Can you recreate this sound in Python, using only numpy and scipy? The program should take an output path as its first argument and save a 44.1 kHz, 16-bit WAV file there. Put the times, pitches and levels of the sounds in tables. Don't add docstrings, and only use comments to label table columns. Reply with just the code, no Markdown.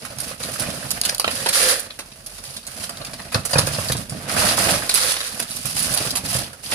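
import sys
import numpy as np
from scipy import signal
from scipy.fft import rfft, irfft
from scipy.io import wavfile
from scipy.ndimage import uniform_filter1d

SR = 44100
rng = np.random.default_rng(int(sys.argv[2]) if len(sys.argv) > 2 else 0)


def int16_out(signal):
    q = np.round(np.clip(np.atleast_2d(signal).T, -1, 1) * 32767)
    wavfile.write(sys.argv[1], SR, q.astype(np.int16))


N = 297498
TIME = np.arange(N) / SR


# start t/s, hold t/s, crinkle of small creases level/dB, rustle of wide folds level/dB, rumble of the load level/dB
BAG_STROKES = [ (-0.02, 0.2, -43.5, -39.5, -45), (0.18, 0.13, -35, -37.5, -43),
               (0.39, 0.25, -33.5, -35.5, -40.5), (0.575, 0.12, -36, -30, -33.5),
               (0.71, 0.27, -36.5, -34.5, -39), (1.03, 0.069, -31.5, -33, -40),
               (1.23, 0.24, -37.5, -42, -39.5), (1.78, 0.089, -45, -43, -51), (2.25, 0.14, -42, -47, -56),
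               (2.42, .15, -39.5, -44.5, -48), (2.66, 0.12, -40.5, -43.5, -51),
               (2.75, 0.09, -34.5, -38, -41.5), (2.88, 0.39, -44.5, -39, -43.5),
               (3.31, 0.044, -34, -32, -36), (3.455, 0.099, -33.5, -36.5, -44),
               (3.52, 0.38, -31, -35.5, -42), (3.96, 0.047, -36, -41.5, -35),
               (4.08, 0.28, -43.5, -37.5, -36.5), (4.27, 0.12, -30.5, -26, -33.5),
               (4.35, .16, -22.5, -21.5, -30), (4.555, 0.18, -22, -22.5, -30),
               (4.74, 0.11, -31, -29.5, -39.5), (4.9, 0.18, -39, -40, -43), (5.31, 0.12, -35.5, -37, -42),
               (5.47, 0.19, -34.5, -45.5, -43), (5.63, 0.14, -30.5, -44, -43.5),
               (5.735, 0.14, -25.5, -38.5, -35.5), (5.85, 0.22, -27.5, -30.5, -35),
               (6.07, .13, -40, -36, -39), (6.23, 0.061, -30, -34.5, -40), (6.27, 0.1, -25.5, -34, -36),
               (6.39, 0.032, -40, -34, -37), (6.62, .08, -35, -44, -48), (6.69, .06, -28.5, -30.5, -38)]
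# crinkle level/dB, rustle level/dB, rumble level/dB, before the same gains
BAG_AT_REST = (-48.5, -49, -53)


def handling():
    return [envelope(BAG_STROKES, axis=2 + k, attack_s=0.02, fade_db_per_s=162, rest_db=rest)
            for k, rest in enumerate(BAG_AT_REST)]


# f/Hz, level/dB
CREASE_SPECTRUM = [(200, -32), (700, -7.5), (1500, -6.5), (3000, 2.5), (6000, 1.5), (10000, -2),
                   (16000, -2.5)]
# f/Hz, level/dB
FOLD_SPECTRUM = [(120, -7), (260, 2.5), (400, -7.5), (520, 0.5), (700, 2.5), (950, -6.5), (1500, -3),
                 (2500, -1.5), (5000, -9.5), (12000, -15.5)]
# f/Hz, level/dB
LOAD_SPECTRUM = [(30, -9.5), (55, -9.5), (85, -4), (130, -1), (170, -3.5), (230, -2), (330, -17.5),
                 (600, -21), (2000, -82)]


def bag(crease_db=0, fold_db=-3, load_db=2):
    creases = grains(per_s=1500, spread_db=3.3, clump_db=2.5, spectrum=CREASE_SPECTRUM,
                     decay_s=0.0073, direct=0.24)
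    folds = grains(per_s=500, spread_db=4.5, clump_db=2.5, spectrum=FOLD_SPECTRUM,
                   decay_s=0.0098, direct=0.47, tint_db=6.0)
    load = grains(per_s=130, spread_db=5.5, clump_db=1.0, spectrum=LOAD_SPECTRUM,
                  decay_s=0.018, direct=0.46, size=4096)
    crinkle, rustle, rumble = handling()
    return amp(crease_db) * crinkle * creases + amp(fold_db) * rustle * folds + amp(load_db) * rumble * load


# t/s, overall level/dB, body level/dB, crispness level/dB
LOUD_SNAPS = [(0.05, -21.5, -6, -9), (0.185, -21, -20, -3), (0.202, -17, -28, 3), (0.315, -28, -11, -20),
              (0.597, -13.5, -37, -3), (0.621, -19, -10, -1), (0.703, -19.5, -18, -10),
              (0.906, -11.5, -22, -3.5), (1.036, -16, -13, -13), (1.051, -8.5, -17.5, -4),
              (1.308, -20, -14, -12), (1.487, -9, -16, -8), (1.796, -17.5, -24, 3), (1.903, -25, -23, -42),
              (2.262, -24, -23, -2), (2.382, -27.5, -8, -4), (2.439, -25, -9, 1.5),
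              (2.565, -21.5, -22, -14), (2.667, -23, -12.5, -4), (2.838, -19, -15, -8),
              (2.893, -19.5, -6.5, -6), (3.013, -25, -16, -30), (3.048, -21.5, -16, -6),
              (3.134, -26, -15, -12), (3.195, -27.5, -6, -33), (3.32, -24, -3, -22), (3.451, -13, -12, 0),
              (3.509, -16.5, -6, -2), (3.532, -9, -8, -11), (3.582, -6.5, -13, -6), (3.669, -13, -36, -4.5),
              (3.885, -16, -32, -12), (3.918, -12.5, -18, -7), (3.967, -19.5, -19, -3),
              (4.095, -23.5, -23, -3), (4.293, -28, -20, -1), (4.893, -7, -14.5, -8.5),
              (4.911, -15, -22, -21), (4.941, -7, -12, -2), (4.953, -10.5, -19, -5.5), (5.098, -15, -20, 0),
              (5.117, -14, -18, 0), (5.165, -16.5, -10, -23), (5.205, -17, -17, -28), (5.396, -15, -13, -8),
              (5.425, -19.5, -16.5, -11), (5.509, -21, -12, -4), (5.561, -19.5, -34, 4),
              (5.655, -15, -16, 1), (5.777, -16, -22, 6), (5.79, -15.5, -28, 7), (5.826, -13, -27, 5),
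              (5.937, -14, -16, 3), (5.972, -11, -16, -5), (6.105, -13, -31, -5), (6.154, -12, -16, -6),
              (6.17, -13, -11, -3), (6.388, -16.5, -28, -3), (6.53, -29, 1, -2), (6.72, -14, -11, -18)]


def snap_rows(per_s=12, tint_db=3, snap_s=0.014):
    crinkle_db = 20 * np.log10(handling()[0])
    growth = 0.69
    at = np.flatnonzero(rng.random(N) < per_s / SR)
    strays = []
    for i in at:
        a, b, c = rng.standard_normal(3)
        level = growth * crinkle_db[i] - 4.5 + 4 * a
        body, crisp = -21.5 + tint_db * b, -18 + tint_db * c
        strays.append((i / SR, level, body, crisp))
    return [(*row, snap_s) for row in list(LOUD_SNAPS) + strays]


def snaps():
    return cracks(snap_rows(), gain_db=-9.0, first_share=0.12, sustain=1.5)


PELLET_POURS = [(1.3, 0.49, -28, -38.5), (1.524, 0.2, -16, -27.5), (1.78, 0.044, -35, -37),
                (4.893, .05, -23.5, -35), (4.94, 0.18, -19, -34.5), (5.12, 0.17, -27.5, -45.5)]
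# f/Hz, level/dB
PELLET_SPECTRUM = [(200, -45), (420, -23), (800, -11), (1200, -3.5), (1750, -2.5), (2300, -0.5), (4000, 2),
                   (7000, -1), (10000, -6), (16000, -7)]


def pellets(rattle_db=-3, ring_db=-1, count=6):
    rattle = grains(per_s=2500, spread_db=3.0, clump_db=1.5, spectrum=PELLET_SPECTRUM,
                    decay_s=0.0056, direct=0.3, size=1024)
    landings = (rng.random((count, 1, N)) < 250 / SR) * rng.standard_normal((count, 1, N))
    rings = [signal.oaconvolve(spot, bin_ring(damping=2.0), axes=1)[:, :N] for spot in landings]
    ring = evened(sum(rings))
    flow = envelope(PELLET_POURS, axis=2, attack_s=0.0071, fade_db_per_s=229)
    landed = envelope(PELLET_POURS, axis=3, attack_s=0.1, fade_db_per_s=196)
    return amp(rattle_db) * flow * rattle + amp(ring_db) * landed * ring


# f/Hz, level/dB, undamped t60/s
WALL_MODES = [(525, -3.5, 0.077), (529, 5, 0.075), (694, 0.5, 0.045), (863, -9.5, 0.12), (1196, -15, 0.13),
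              (1486, -29, 0.035), (1720, -8, 0.075), (1770, 9, 0.022), (2550, -1, 0.092)]


def bin_ring(damping, detune=0.04, size=8192):
    t = np.arange(size) / SR
    apart = np.array([[0], [1]])
    ring = 0
    for hz, db, t60 in WALL_MODES:
        decay = amp(db + rng.normal(0, 3.0) - 60 * damping * t / t60)
        pitch = hz * rng.normal(1, detune)
        ring = ring + decay * np.sin(2 * np.pi * pitch * (t + apart * rng.normal(0, 0.00015)))
    return ring


# t/s, boom level/dB, wall level relative to the boom/dB
BIN_BLOWS = [(0.167, -36.5, -16), (0.31, -39.5, 0.5), (0.407, -34.5, -10), (0.486, -37.5, -0.5),
             (1.125, -39, -0.5), (3.345, -25.5, 0), (3.355, -18.5, -12), (3.534, -26, -12),
             (3.556, -16.5, -5.5), (3.586, -19.5, -4.5), (3.632, -22, -22), (3.672, -25, -5.5),
             (3.733, -29, -19), (3.784, -22.5, -7.5), (3.83, -33, -21), (3.899, -21.5, -7.5),
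             (3.95, -24, -14), (4.119, -26.5, -29), (4.382, -28, -9), (4.743, -27, -11),
             (5.649, -29.5, -13.5), (6.05, -41.5, 5), (6.234, -26, -20), (6.35, -21.5, -13)]
# f/Hz, level/dB
BOOM_SPECTRUM = [(30, -27), (60, -17), (80, 0), (110, -4.5), (140, 0), (175, -9), (230, -9.5), (350, -20.5),
                 (700, -26), (3000, -66)]
# f/Hz, level/dB, t60/s
FLOOR_MODES = [(80.6, -1, 0.13), (121.4, 5.5, 0.08), (142, -14, 0.13)]


def thuds(boom_db=-4, floor_db=-4, wall_db=0, clatter_db=-4, boom_s=0.043):
    out = np.zeros((2, N))
    t = np.arange(8192) / SR
    clatter_spectrum = [(200, -12.0), (550, -5), (1400, -1), (3000, -12.0), (9000, -24)]
    for s, db, wall in BIN_BLOWS:
        boom = colour(tick(boom_s, 0.99, size=8192), BOOM_SPECTRUM)
        floor = sum(np.sin(2 * np.pi * hz * rng.normal(1, 0.07) * t) * amp(mode_db - 60 * t / t60)
                    for hz, mode_db, t60 in FLOOR_MODES)
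        walls = bin_ring(damping=2.4)
        clatter = colour(tick(0.015, 0.25), clatter_spectrum)
        parts = ((boom, boom_db), (floor[None], floor_db),
                 (walls, wall + wall_db), (clatter, wall + clatter_db))
        for part, part_db in parts:
            soft = part * (1 - np.exp(-t[:part.shape[1]] / 0.0028))
            onset_rms = np.sqrt(np.mean(soft[:, :SR // 50] ** 2))
            add(out, s, amp(db + part_db) * soft / onset_rms)
    return out


# t/s, overall level/dB, body level/dB, crispness level/dB, decay t/s
SCOOP_CLACKS = [(1.014, -10.5, -27, -9.5, 0.00051), (1.092, -11, -14, -12, 0.0029),
                (1.147, -15.5, -33, -1, 0.0022), (1.181, -20, -29, -9, 0.0023),
                (1.1975, -10, -12, -8.5, 0.0062), (1.244, -9, -8, -26, 0.0039), (1.278, -9, -11, -24, .004),
                (1.353, -24, -32, 2, .002), (1.461, -11.5, -8.5, -19, 0.0068),
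                (1.990, -21.5, -9.5, -7, 0.0065), (3.345, -10, -24, -22, 0.0036)]


def clacks():
    return cracks(SCOOP_CLACKS, gain_db=-7.0, first_share=0.24, sustain=0.64, scatter_db=-10, scatter_s=0.015)


# start t/s, hold t/s, level/dB
PELLET_SLIDES = [(0.47, .24, -43), (3.53, 0.04, -22.5), (3.61, 0.23, -33.5), (3.89, 0.055, -33),
                 (4.2, 0.17, -34.5), (4.33, 0.2, -26), (4.63, 0.064, -20), (5.86, 0.2, -35),
                 (6.33, 0.07, -34)]
# f/Hz, level/dB
SLIDE_SPECTRUM = [(120, -26.5), (250, 3), (420, -2.5), (700, -1.5), (1100, -6), (1600, -0.5), (2300, -6),
                  (3500, -0.5), (10000, -60)]


def slides(slide_db=-4):
    tumbling = envelope(PELLET_SLIDES, axis=2, attack_s=0.068, fade_db_per_s=124)
    grit = grains(per_s=450, spread_db=4, clump_db=2.0, spectrum=SLIDE_SPECTRUM,
                  decay_s=0.0053, direct=0.31, tint_db=5.5)
    return amp(slide_db) * tumbling * grit


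def room(x, t60=0.3, size=16384):
    t = np.arange(size) / SR
    tail = diffuse(size) * amp(-60 * t / t60) * (1 - np.exp(-t / 0.00097))
    tail = colour(tail, [(100, -1.5), (3000, -1), (15000, -11.0)])
    return signal.oaconvolve(x, tail / np.linalg.norm(tail[0]), axes=1)[:, :N]


# f/Hz, level/dB
DRONE_SPECTRUM = [(20, -35), (35, -11), (44, 5), (56, -23), (85, 1), (150, -25), (400, -21), (1500, -33),
                  (6000, -56), (16000, -51)]


def room_tone(tone_db=-50):
    return amp(tone_db) * evened(colour(diffuse(N), DRONE_SPECTRUM, size=16384))


def cracks(rows, gain_db, first_share, sustain, body_db=8, crisp_db=0, scatter_db=-14, scatter_s=0.043):
    out = np.zeros((2, N))
    t = np.arange(2048) / SR
    share = np.clip(first_share, 0, 1)
    for s, db, body, crisp, length in rows:
        slips = rng.standard_normal(len(t)) * (rng.random(len(t)) < 4000 / SR)
        run = slips * np.exp(-(t / length) ** sustain)
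        run = (1 - share) * run / (np.linalg.norm(run) + 1e-9) + share * (t == 0)
        response = tick(0.0015, 0.89) + amp(scatter_db) * tick(scatter_s, 0)
        crack = signal.fftconvolve(run[None], response, axes=1)
        low, high = body + body_db, crisp + crisp_db
        spectrum = [(100, low - 14), (550, low - 1), (1400, low - 2), (4000, 0), (9000, high), (16000, high - 2)]
        crack = colour(crack, spectrum, size=1024)
        onset_rms = np.sqrt(np.mean(crack[:, :SR // 200] ** 2))
        add(out, s, amp(db + gain_db) * crack / onset_rms)
    return out


def grains(per_s, spread_db, clump_db, spectrum, decay_s, direct, tint_db=3, count=40, size=2048):
    sizes = amp(spread_db * np.minimum(rng.exponential(1, N), 3) + clump_db * avalanches())
    spots = []
    for _ in range(count):
        tinted = [(hz, db + tint_db * rng.standard_normal()) for hz, db in spectrum]
        spots.append(evened(colour(tick(decay_s, direct, size), tinted, size)))
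    spot = rng.integers(0, count, N)
    out = np.zeros((2, N))
    for i in np.flatnonzero(rng.random(N) < per_s / SR):
        add(out, i / SR, sizes[i] * spots[spot[i]])
    power = uniform_filter1d((out ** 2).mean(0), size=4000)
    return out / np.sqrt(abs(power) + 1e-9)


def avalanches(per_s=70, fade_s=0.036):
    starts = rng.exponential(1, N) * (rng.random(N) < per_s / SR)
    activity = signal.lfilter([1], [1, -np.exp(-1 / (fade_s * SR))], starts)
    return 2 * np.tanh(evened(activity - activity.mean()) / 2)


def tick(decay_s, direct, size=4096):
    t = np.arange(size) / SR
    out = diffuse(size) * np.exp(-t / max(decay_s, 1 / SR))
    out /= np.linalg.norm(out[0])
    out[[0, 1], rng.integers(0, 10, 2)] += direct
    return out


def diffuse(size, spacing_m=.13):
    a, b = rfft(rng.standard_normal((2, size)))
    sound_speed = 343
    same = np.sinc(2 * np.fft.rfftfreq(size, 1 / SR) * spacing_m / sound_speed)
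    return irfft(np.array([a, same * a + np.sqrt(1 - same ** 2) * b]), size)


def colour(x, points, size=4096):
    hz, db = np.transpose(points)
    log_hz = np.log(abs(np.fft.fftfreq(size, 1 / SR)) + 1)
    log_gain = np.log(amp(np.interp(log_hz, np.log(hz), db)))
    taps = np.fft.ifft(np.exp(np.conj(signal.hilbert(log_gain)))).real[:size // 2]
    return signal.oaconvolve(x, taps[None], axes=1)[:, :x.shape[1]]


def envelope(rows, axis, attack_s, fade_db_per_s, rest_db=-np.inf):
    t = np.arange(0, N / SR, 1 / 1000)
    gains = []
    for row in rows:
        rise = np.clip((t - row[0]) / attack_s, 0, 1)
        fade_db = fade_db_per_s * np.maximum(t - row[0] - row[1], 0)
        gains.append(rise * amp(row[axis] - fade_db))
    return np.interp(TIME, t, np.maximum(np.max(gains, axis=0), amp(rest_db)))


def amp(db):
    return 10 ** (np.asarray(db) / 20)


def evened(x):
    return x / np.sqrt(np.mean(x ** 2) + 1e-20)


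def add(mix, s, sound):
    part = mix[:, max(round(s * SR), 0):][:, :sound.shape[1]]
    part += sound[:, :part.shape[1]]


def scene(room_db=-14):
    near = bag() + snaps() + pellets() + thuds() + clacks() + slides()
    return near + amp(room_db) * room(near) + room_tone()


# f/Hz, level/dB
LEFT_RESPONSE = [(60, -2), (200, -4.5), (600, -1), (1300, 1), (2400, -1), (3600, -2.5), (4750, 8),
                 (5600, 3), (6800, -4), (8200, -9.5), (12000, -13), (15000, -11)]
# f/Hz, level/dB
RIGHT_RESPONSE = [(60, -2), (200, -0.5), (600, 6), (1300, 7), (2400, 1.5), (4700, 0), (5300, 1), (7600, 4),
                  (9000, 10), (10100, 16), (11000, 10), (12200, 3.5), (15000, -3.5)]


def record(dry, low_cut_hz=36, edge_hz=15500):
    ports = np.vstack([colour(dry[:1], LEFT_RESPONSE), colour(dry[1:], RIGHT_RESPONSE)])
    low_cut = signal.butter(6, low_cut_hz / (SR / 2), "high", output="sos")
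    ports = signal.sosfilt(low_cut, ports)
    edge = signal.firwin(301, edge_hz, window=("kaiser", 8), fs=SR)
    return signal.oaconvolve(np.clip(ports, -1, 1), edge[None], "same", axes=1)


dry = scene()
out = record(dry)
int16_out(out)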